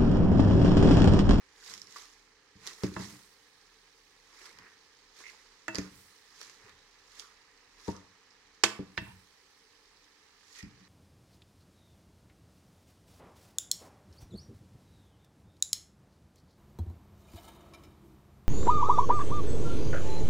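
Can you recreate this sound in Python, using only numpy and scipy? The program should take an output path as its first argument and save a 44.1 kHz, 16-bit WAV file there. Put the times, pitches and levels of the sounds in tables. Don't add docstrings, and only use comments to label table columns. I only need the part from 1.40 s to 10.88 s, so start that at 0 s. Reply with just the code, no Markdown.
import sys
import numpy as np
from scipy import signal
from scipy.fft import rfft, irfft, next_fast_len
from scipy.io import wavfile
from scipy.ndimage import uniform_filter1d

SR = 44100
rng = np.random.default_rng(int(sys.argv[2]) if len(sys.argv) > 2 else 0)


def output_pcm(signal):
    pcm = np.clip(np.atleast_2d(signal).T, -1, 1) * 32767
    wavfile.write(sys.argv[1], SR, np.round(pcm).astype(np.int16))


N = 418068
TIME = np.arange(N) / SR
AGE = np.arange(SR // 2) / SR
TOP_HZ = 15850

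# (frequency [Hz], level [dB], t60 [s])
BOTTOM_MODES = [(95.6, -10, 0.2), (126, 2, 0.077), (188.3, 3.5, 0.12), (208.6, -11.5, 0.14),
                (294.7, 2.5, 0.11), (384, 4.5, 0.055), (424, -4, 0.075), (574, -17, 0.032),
                (653, -6.5, 0.13), (740, -7, 0.053), (1030, -10, 0.035), (1030, 9, 0.042)]
# (frequency [Hz], level [dB])
SLIDE_SPECTRUM = [(150, -26.5), (420, 0), (630, -12.5), (1050, -1), (1500, -4), (1950, 2), (2700, -8.5),
                  (4000, -32.5)]
# (frequency [Hz], level [dB])
CRACKLE_SPECTRUM = [(1200, -26.5), (2800, -5.5), (4000, 0), (5200, 1.5), (6900, -1), (8500, -11),
                    (11000, -14.5), (15500, -25.5)]
# (frequency [Hz], correlation [0-1])
STEREO_LIKENESS = [(100, 0.95), (300, 0.88), (450, 0.77), (700, 0.18), (1400, 0.93), (2200, 0.022),
                   (3200, 0.085), (15000, 0.042)]


def amp(db):
    return 10 ** (np.asarray(db) / 20)


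def unit(x):
    return x / np.sqrt(np.mean(x.mean(axis=0) ** 2) + 1e-20)


def unit_hit(x):
    return x / np.sqrt(np.mean(x.mean(axis=0)[:SR // 50] ** 2) + 1e-20)


def unit_over(x, length):
    return x / np.sqrt(np.sum(x.mean(axis=0) ** 2) / (length * SR) + 1e-20)


def along(points, hz):
    freqs, values = np.transpose(points)
    return np.interp(np.log(hz + 1), np.log(freqs + 1), values)


def add(track, start, hit):
    part = track[:, round(start * SR):][:, :hit.shape[-1]]
    part += hit[..., :part.shape[1]]


def swell(rise):
    return 1 - np.exp(-AGE / rise)


def surge(peak, rise_db_per_s, fall_db_per_s):
    drop_db = np.maximum((peak - TIME) * rise_db_per_s, (TIME - peak) * fall_db_per_s)
    return amp(-np.minimum(drop_db, 120))


def filtered(x, response):
    size = next_fast_len(x.shape[-1] + SR // 4)
    hz = np.fft.rfftfreq(size, 1 / SR)
    return irfft(rfft(x, size) * response(hz), size)[..., :x.shape[-1]]


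def coloured(x, spectrum, size=2048):
    gain = amp(along(spectrum, np.fft.rfftfreq(size, 1 / SR)))
    cepstrum = irfft(np.log(gain))
    fold = 1 + np.sign(size // 2 - np.arange(size))
    fold[0] = 1
    impulse = irfft(np.exp(rfft(cepstrum * fold)))
    return signal.fftconvolve(x, impulse[None], axes=1)[:, :x.shape[-1]]


def cushioned(x, cutoff_hz, order=3):
    return signal.sosfilt(signal.butter(order, cutoff_hz, fs=SR, output="sos"), x)


def resonant(x, hz, q):
    return signal.lfilter(*signal.iirpeak(hz, q, fs=SR), x)


def stereo_angle(hz):
    return np.arccos(along(STEREO_LIKENESS, hz)) / 2


def spread(pair):
    mid, side = filtered(pair, lambda hz: np.array([np.cos(stereo_angle(hz)), np.sin(stereo_angle(hz))]))
    return np.array([mid + side, mid - side])


def burst(t60):
    return spread(rng.standard_normal((2, len(AGE))) * amp(-60 * AGE / t60))


def ring(modes):
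    hz, db, t60 = np.transpose(modes)[:, :, None]
    strength, direction = rng.standard_normal((2, len(modes), 1))
    skew = np.sign(direction) * stereo_angle(hz)
    fade = amp(db + 2 * strength - 60 * AGE / t60)
    return np.array([(fade * np.cos(2 * np.pi * hz * AGE + side * skew)).sum(axis=0) for side in (1, -1)])


def grains(spectrum, per_s, size_db, bed_db, patchy_db, t60=0.012):
    onsets = rng.random(N) < per_s / SR
    sizes = amp(size_db * np.minimum(rng.standard_exponential(N), 4))
    power = np.abs(signal.fftconvolve(onsets * sizes ** 2, amp(-60 * AGE / t60) ** 2)[:N])
    envelope = np.sqrt(power / power.mean() + amp(bed_db) ** 2)
    frames = signal.stft(envelope * rng.standard_normal((2, N)), nperseg=256)[2]
    patches = rng.standard_normal(frames.shape[1:])
    for axis in (0, 1):
        patches = uniform_filter1d(patches, size=4, axis=axis)
    pair = signal.istft(frames * amp(patchy_db * patches / patches.std()), nperseg=256)[1][:, :N]
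    return unit(coloured(spread(pair), spectrum))


def background():
    # (frequency [Hz], level [dB])
    tone_spectrum = [(15, -32), (36, 10), (52, -19), (72, -2), (115, -11.5), (200, -7), (250, -8),
                     (295, -3), (330, -10), (400, -1.5), (450, 2.5), (600, -23), (900, -40)]
    # (frequency [Hz], level [dB])
    hum_partials = [(117, -90.5), (295, -82.5)]
    tone = unit(coloured(spread(rng.standard_normal((2, N))), tone_spectrum, size=16384))
    hum = sum(amp(db) * np.sin(2 * np.pi * hz * TIME) for hz, db in hum_partials)
    return amp(-73) * tone + hum


def room(x):
    # (frequency [Hz], t60 [s])
    decay_times = [(100, 0.52), (300, 0.35), (1000, 0.49), (3000, 0.37), (7000, 0.27), (14000, 0.42)]
    out, block = np.zeros((2, N)), SR // 3
    for start in range(0, N, block):
        hz, age, frames = signal.stft(rng.standard_normal((2, len(AGE))), SR, nperseg=256)
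        fade = amp(-60 * age / along(decay_times, hz)[:, None])
        tail = signal.istft(frames * fade, SR, nperseg=256)[1][:, :len(AGE)]
        tail = spread(tail * swell(rise=0.0022) ** 2)
        tail /= np.linalg.norm(tail[0])
        add(out, start / SR, signal.fftconvolve(x[:, start:start + block], tail, axes=1))
    return out


def sizzle():
    # (time [s], relative simmer level [dB], relative frying level [dB])
    cooking = [(0, -66.5, -71), (.95, -68.5, -70), (1.9, -67, -66.5), (2.6, -68, -67), (4.8, -66, -65),
               (6.15, -66, -68), (8.1, -68.5, -67.5), (9.48, -67, -68.5)]
    # (frequency [Hz], level [dB])
    simmer_spectrum = [(310, -34), (520, -4), (593, -15), (838, -3), (908, -4), (1280, -3.5), (1460, -8),
                       (1740, -0.5), (2530, -5.5), (3000, -9.5), (3900, -32), (6600, -120)]
    # (frequency [Hz], level [dB])
    frying_spectrum = [(1530, -28), (2600, -41), (2960, -1), (3560, -0.5), (3990, 3), (5350, 1.5),
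                       (6300, -1), (10000, -21), (13000, -41), (22000, -120)]
    times, *levels = np.transpose(cooking)
    simmer_db, frying_db = (np.interp(TIME, times, db) for db in levels)
    simmer = grains(simmer_spectrum, per_s=240, size_db=1, bed_db=5, patchy_db=0.76)
    frying = grains(frying_spectrum, per_s=520, size_db=3, bed_db=4, patchy_db=1.5)
    return amp(simmer_db - 0.4) * simmer + amp(frying_db - 0.93) * frying


def steam():
    # (peak time [s], relative flash level [dB], relative lingering level [dB])
    flares = [(1.42, -68.5, -90), (1.7, -65.5, -81), (4.58, -66, -86.5), (7.64, -70.5, -82)]
    # (frequency [Hz], level [dB])
    hiss_spectrum = [(5500, -13), (8000, 2.5), (9500, 0.5), (11500, -4), (15500, -6)]
    power = amp(-89.5) ** 2
    for peak, flash_db, linger_db in flares:
        flash = amp(flash_db) * surge(peak, rise_db_per_s=105, fall_db_per_s=54)
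        linger = amp(linger_db) * surge(peak, rise_db_per_s=105, fall_db_per_s=3)
        power = power + flash ** 2 + linger ** 2
    hiss = grains(hiss_spectrum, per_s=1500, size_db=2.5, bed_db=2, patchy_db=2.5)
    return amp(3) * np.sqrt(power) * hiss


def friction(response, length, per_s):
    progress = np.clip(AGE / length, 0, 1)
    push = np.sqrt(progress) * (1 - progress)
    slips = (rng.random(len(AGE)) < per_s / SR) * rng.standard_normal(len(AGE))
    return signal.fftconvolve(response, (push * slips)[None], axes=1)


def drags():
    # (time [s], length [s], level [dB], cut-off [Hz])
    rubs = [(0.279, 0.31, -71, 307), (1.14, 0.24, -71.5, 220), (1.618, 0.17, -56, 345),
            (4.42, 0.067, -55, 467), (4.47, 0.29, -71.5, 130), (4.96, 0.45, -80, 486),
            (3.13, 0.13, -69, 260), (5.221, 0.15, -69, 120), (7.599, 0.2, -56, 133),
            (9.289, 0.22, -64, 209)]
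    # (time [s], length [s], level [dB], resonance [Hz])
    scrapes = [(0.559, 0.0074, -42.5, 1076), (1.566, 0.088, -56, 895), (3.169, 0.22, -65.5, 1900),
               (3.833, 0.076, -54, 2100), (4.34, 0.082, -52, 1920), (5.78, 0.17, -67.5, 1270),
               (6.475, 0.021, -42, 964), (6.531, 0.06, -60, 1140), (7.571, 0.015, -50, 4750),
               (7.589, 0.16, -65, 2620), (7.661, 0.068, -65.5, 940), (9.147, 0.13, -60.5, 2060)]
    out = np.zeros((2, N))
    for start, length, db, cutoff_hz in rubs:
        shudder = friction(ring(BOTTOM_MODES), length, per_s=1200)
        add(out, start, amp(db) * unit_over(cushioned(shudder, cutoff_hz), length))
    for start, length, db, hz in scrapes:
        rasp = friction(burst(t60=0.017), length, per_s=700)
        singing = resonant(resonant(rasp, hz, q=4.2), hz, q=4.2)
        add(out, start, amp(db) * unit_over(singing, length))
    return out


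def leaves():
    # (fastest moment [s], rise [s], fall [s], sliding level [dB], crackling level [dB])
    strokes = [(0.315, 0.23, 0.18, -54.5, -49), (0.575, 0.22, 0.31, -57.5, -52),
               (1.275, 0.11, 0.25, -50.5, -50.5), (1.447, 0.083, 0.1, -48, -50),
               (1.625, 0.2, 0.27, -52, -48.5), (3.06, 0.31, 0.18, -56, -56), (3.26, 0.38, 0.16, -59, -85),
               (3.805, 0.089, 0.1, -55.5, -53), (3.875, 0.065, 0.46, -60, -60),
               (4.365, 0.069, .25, -50, -54), (5.025, 0.21, 0.3, -59.5, -54.5),
               (5.28, 0.2, 0.11, -58.5, -70), (5.8, .2, 0.19, -59.5, -54.5), (6.49, .2, 0.18, -56.5, -54.5),
               (9.189, 0.21, 0.084, -60, -53)]
    range_db = 25.5
    slide_power, crackle_power = np.zeros((2, N))
    for peak, rise, fall, slide_db, crackle_db in strokes:
        speed = surge(peak, range_db / rise, range_db / fall)
        slide_power += (amp(slide_db) * speed) ** 2
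        crackle_power += (amp(crackle_db) * speed) ** 2
    sliding = grains(SLIDE_SPECTRUM, per_s=500, size_db=1, bed_db=1, patchy_db=3.5)
    crackling = grains(CRACKLE_SPECTRUM, per_s=1700, size_db=6, bed_db=1.5, patchy_db=2)
    return np.sqrt(slide_power) * sliding + np.sqrt(crackle_power) * crackling


def snaps():
    # (time [s], relative crack level [dB], relative body level [dB], pitch [Hz])
    stems = [(0.3383, -32.5, -47, 5400), (0.378, -37.5, -48, 5330), (0.417, -33.5, -64, 5500),
             (0.471, -43.5, -59, 5160), (0.561, -51, -39, 4840), (1.2675, -29.5, -53, 5400),
             (1.2732, -25, -44, 3800), (1.435, -25.5, -31.5, 5260), (3.187, -41.5, -47, 4830),
             (3.839, -47, -47.5, 4800), (3.8696, -43, -55.5, 5300), (4.2811, -30.5, -25, 7000),
             (4.347, -29, -35.5, 4760), (4.3551, -22.5, -32, 5030), (4.3843, -23.5, -30, 6100),
             (5.014, -32.5, -38.5, 4250), (5.097, -39, -45.5, 7300), (5.2943, -45.5, -48, 3940),
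             (5.7965, -31, -58, 3470), (6.481, -37, -73, 3210), (6.565, -41, -69, 5580),
             (9.228, -42, -50, 5070)]
    out = np.zeros((2, N))
    for start, crack_db, body_db, hz in stems:
        tick = burst(t60=0.0091) + amp(-13.5) * burst(t60=0.055)
        pitched = resonant(tick, hz, q=6.2) + amp(-5.5) * tick
        crack = unit_hit(coloured(pitched, CRACKLE_SPECTRUM))
        body = unit_hit(coloured(tick, SLIDE_SPECTRUM))
        add(out, start, amp(crack_db - 18.5) * crack + amp(body_db - 16) * body)
    return out


def thuds():
    # (time [s], level [dB], contact cut-off [Hz])
    landings = [(1.153, -57, 227), (1.4343, -27, 440), (1.478, -50, 420), (1.514, -49, 380),
                (1.564, -39.5, 218), (1.597, -41, 425), (3.187, -63, 242), (4.346, -47.5, 400),
                (4.3828, -33, 460), (6.4815, -31.5, 596), (7.391, -36, 467), (7.422, -52, 411),
                (7.577, -41, 121), (7.613, -43.5, 272), (9.2288, -43, 217), (9.257, -49, 214)]
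    out = np.zeros((2, N))
    for start, db, cutoff_hz in landings:
        squash = unit_hit(resonant(burst(t60=0.085), hz=406, q=0.5))
        blow = (unit_hit(ring(BOTTOM_MODES)) + amp(-10) * squash) * swell(rise=0.001)
        add(out, start, amp(db) * unit_hit(cushioned(blow, cutoff_hz, order=4)))
    return out


def knocks():
    # (time [s], clack [dB], contact cut-off [Hz], wall ring [dB], handle ring [dB])
    strikes = [(1.564, -40.5, 1460, -44, -51), (4.2825, -46, 2000, -41.5, -38.5),
               (7.2365, -21, 7960, -35.5, -33), (7.577, -38, 3930, -43.5, -35.5)]
    # (frequency [Hz], level [dB])
    clack_spectrum = [(100, -27), (330, -1.5), (520, -1), (620, -5.5), (1000, 2.5), (1800, -3), (2150, 3.5),
                      (2600, -0.5), (3450, 5), (4200, 2.5), (5400, -0.5), (7000, 2), (9500, -7),
                      (15000, -1)]
    # (frequency [Hz], level [dB], t60 [s])
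    wall_modes = [(118, -10.5, 0.27), (207.4, -6.5, 0.42), (328.7, -0.5, 0.23), (644, -3.5, 0.19),
                  (927, 0.5, 0.096), (1077, -16, 0.15), (1302, -15, 0.081), (1525, -9, 0.17),
                  (2690, 3, 0.1), (2654, 6, 0.16), (2910, -6, 0.12), (3250, -8.5, 0.16), (3820, -8, 0.071),
                  (5350, -12, .07)]
    # (frequency [Hz], level [dB], t60 [s])
    handle_modes = [(1560, 1, 0.04), (1728, 8, 0.043), (1810, 7, 0.047), (1850, -14, 0.019),
                    (1996, 0.5, 0.07)]
    out = np.zeros((2, N))
    for start, clack_db, cutoff_hz, wall_db, handle_db in strikes:
        contact = (burst(t60=0.022) + amp(-5) * burst(t60=0.06)) * swell(rise=0.0004)
        clack = coloured(contact, clack_spectrum)
        wall = ring(wall_modes) * swell(rise=0.0027)
        handle = ring(handle_modes) * swell(rise=0.00021)
        for db, part in (clack_db, clack), (wall_db, wall), (handle_db, handle):
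            add(out, start, amp(db) * unit_hit(cushioned(part, cutoff_hz)))
    return out


def scene():
    # (frequency [Hz], left over right [dB])
    balance = [(200, -0.5), (450, 3.5), (900, -3), (1400, -3.5), (2400, -4), (4400, -8), (8000, -7),
               (15000, 6.5)]

    def placement(hz):
        gains = amp(np.outer([0.5, -0.5], along(balance, hz)))
        return gains / np.sqrt(np.mean(gains ** 2, axis=0))

    bumps, clacks, ticks = thuds() + drags(), knocks(), snaps()
    direct = bumps + clacks + ticks + leaves() + sizzle() + steam()
    reverb = room(amp(-10) * bumps + amp(-11.5) * clacks + amp(-8.5) * ticks)
    low_cut = signal.butter(2, 58, "high", fs=SR, output="sos")
    pot = signal.sosfilt(low_cut, direct + reverb)
    return filtered(pot, placement) + background()


def record(dry):
    return filtered(dry, lambda hz: hz < TOP_HZ)


dry = scene()
out = record(dry)
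output_pcm(out)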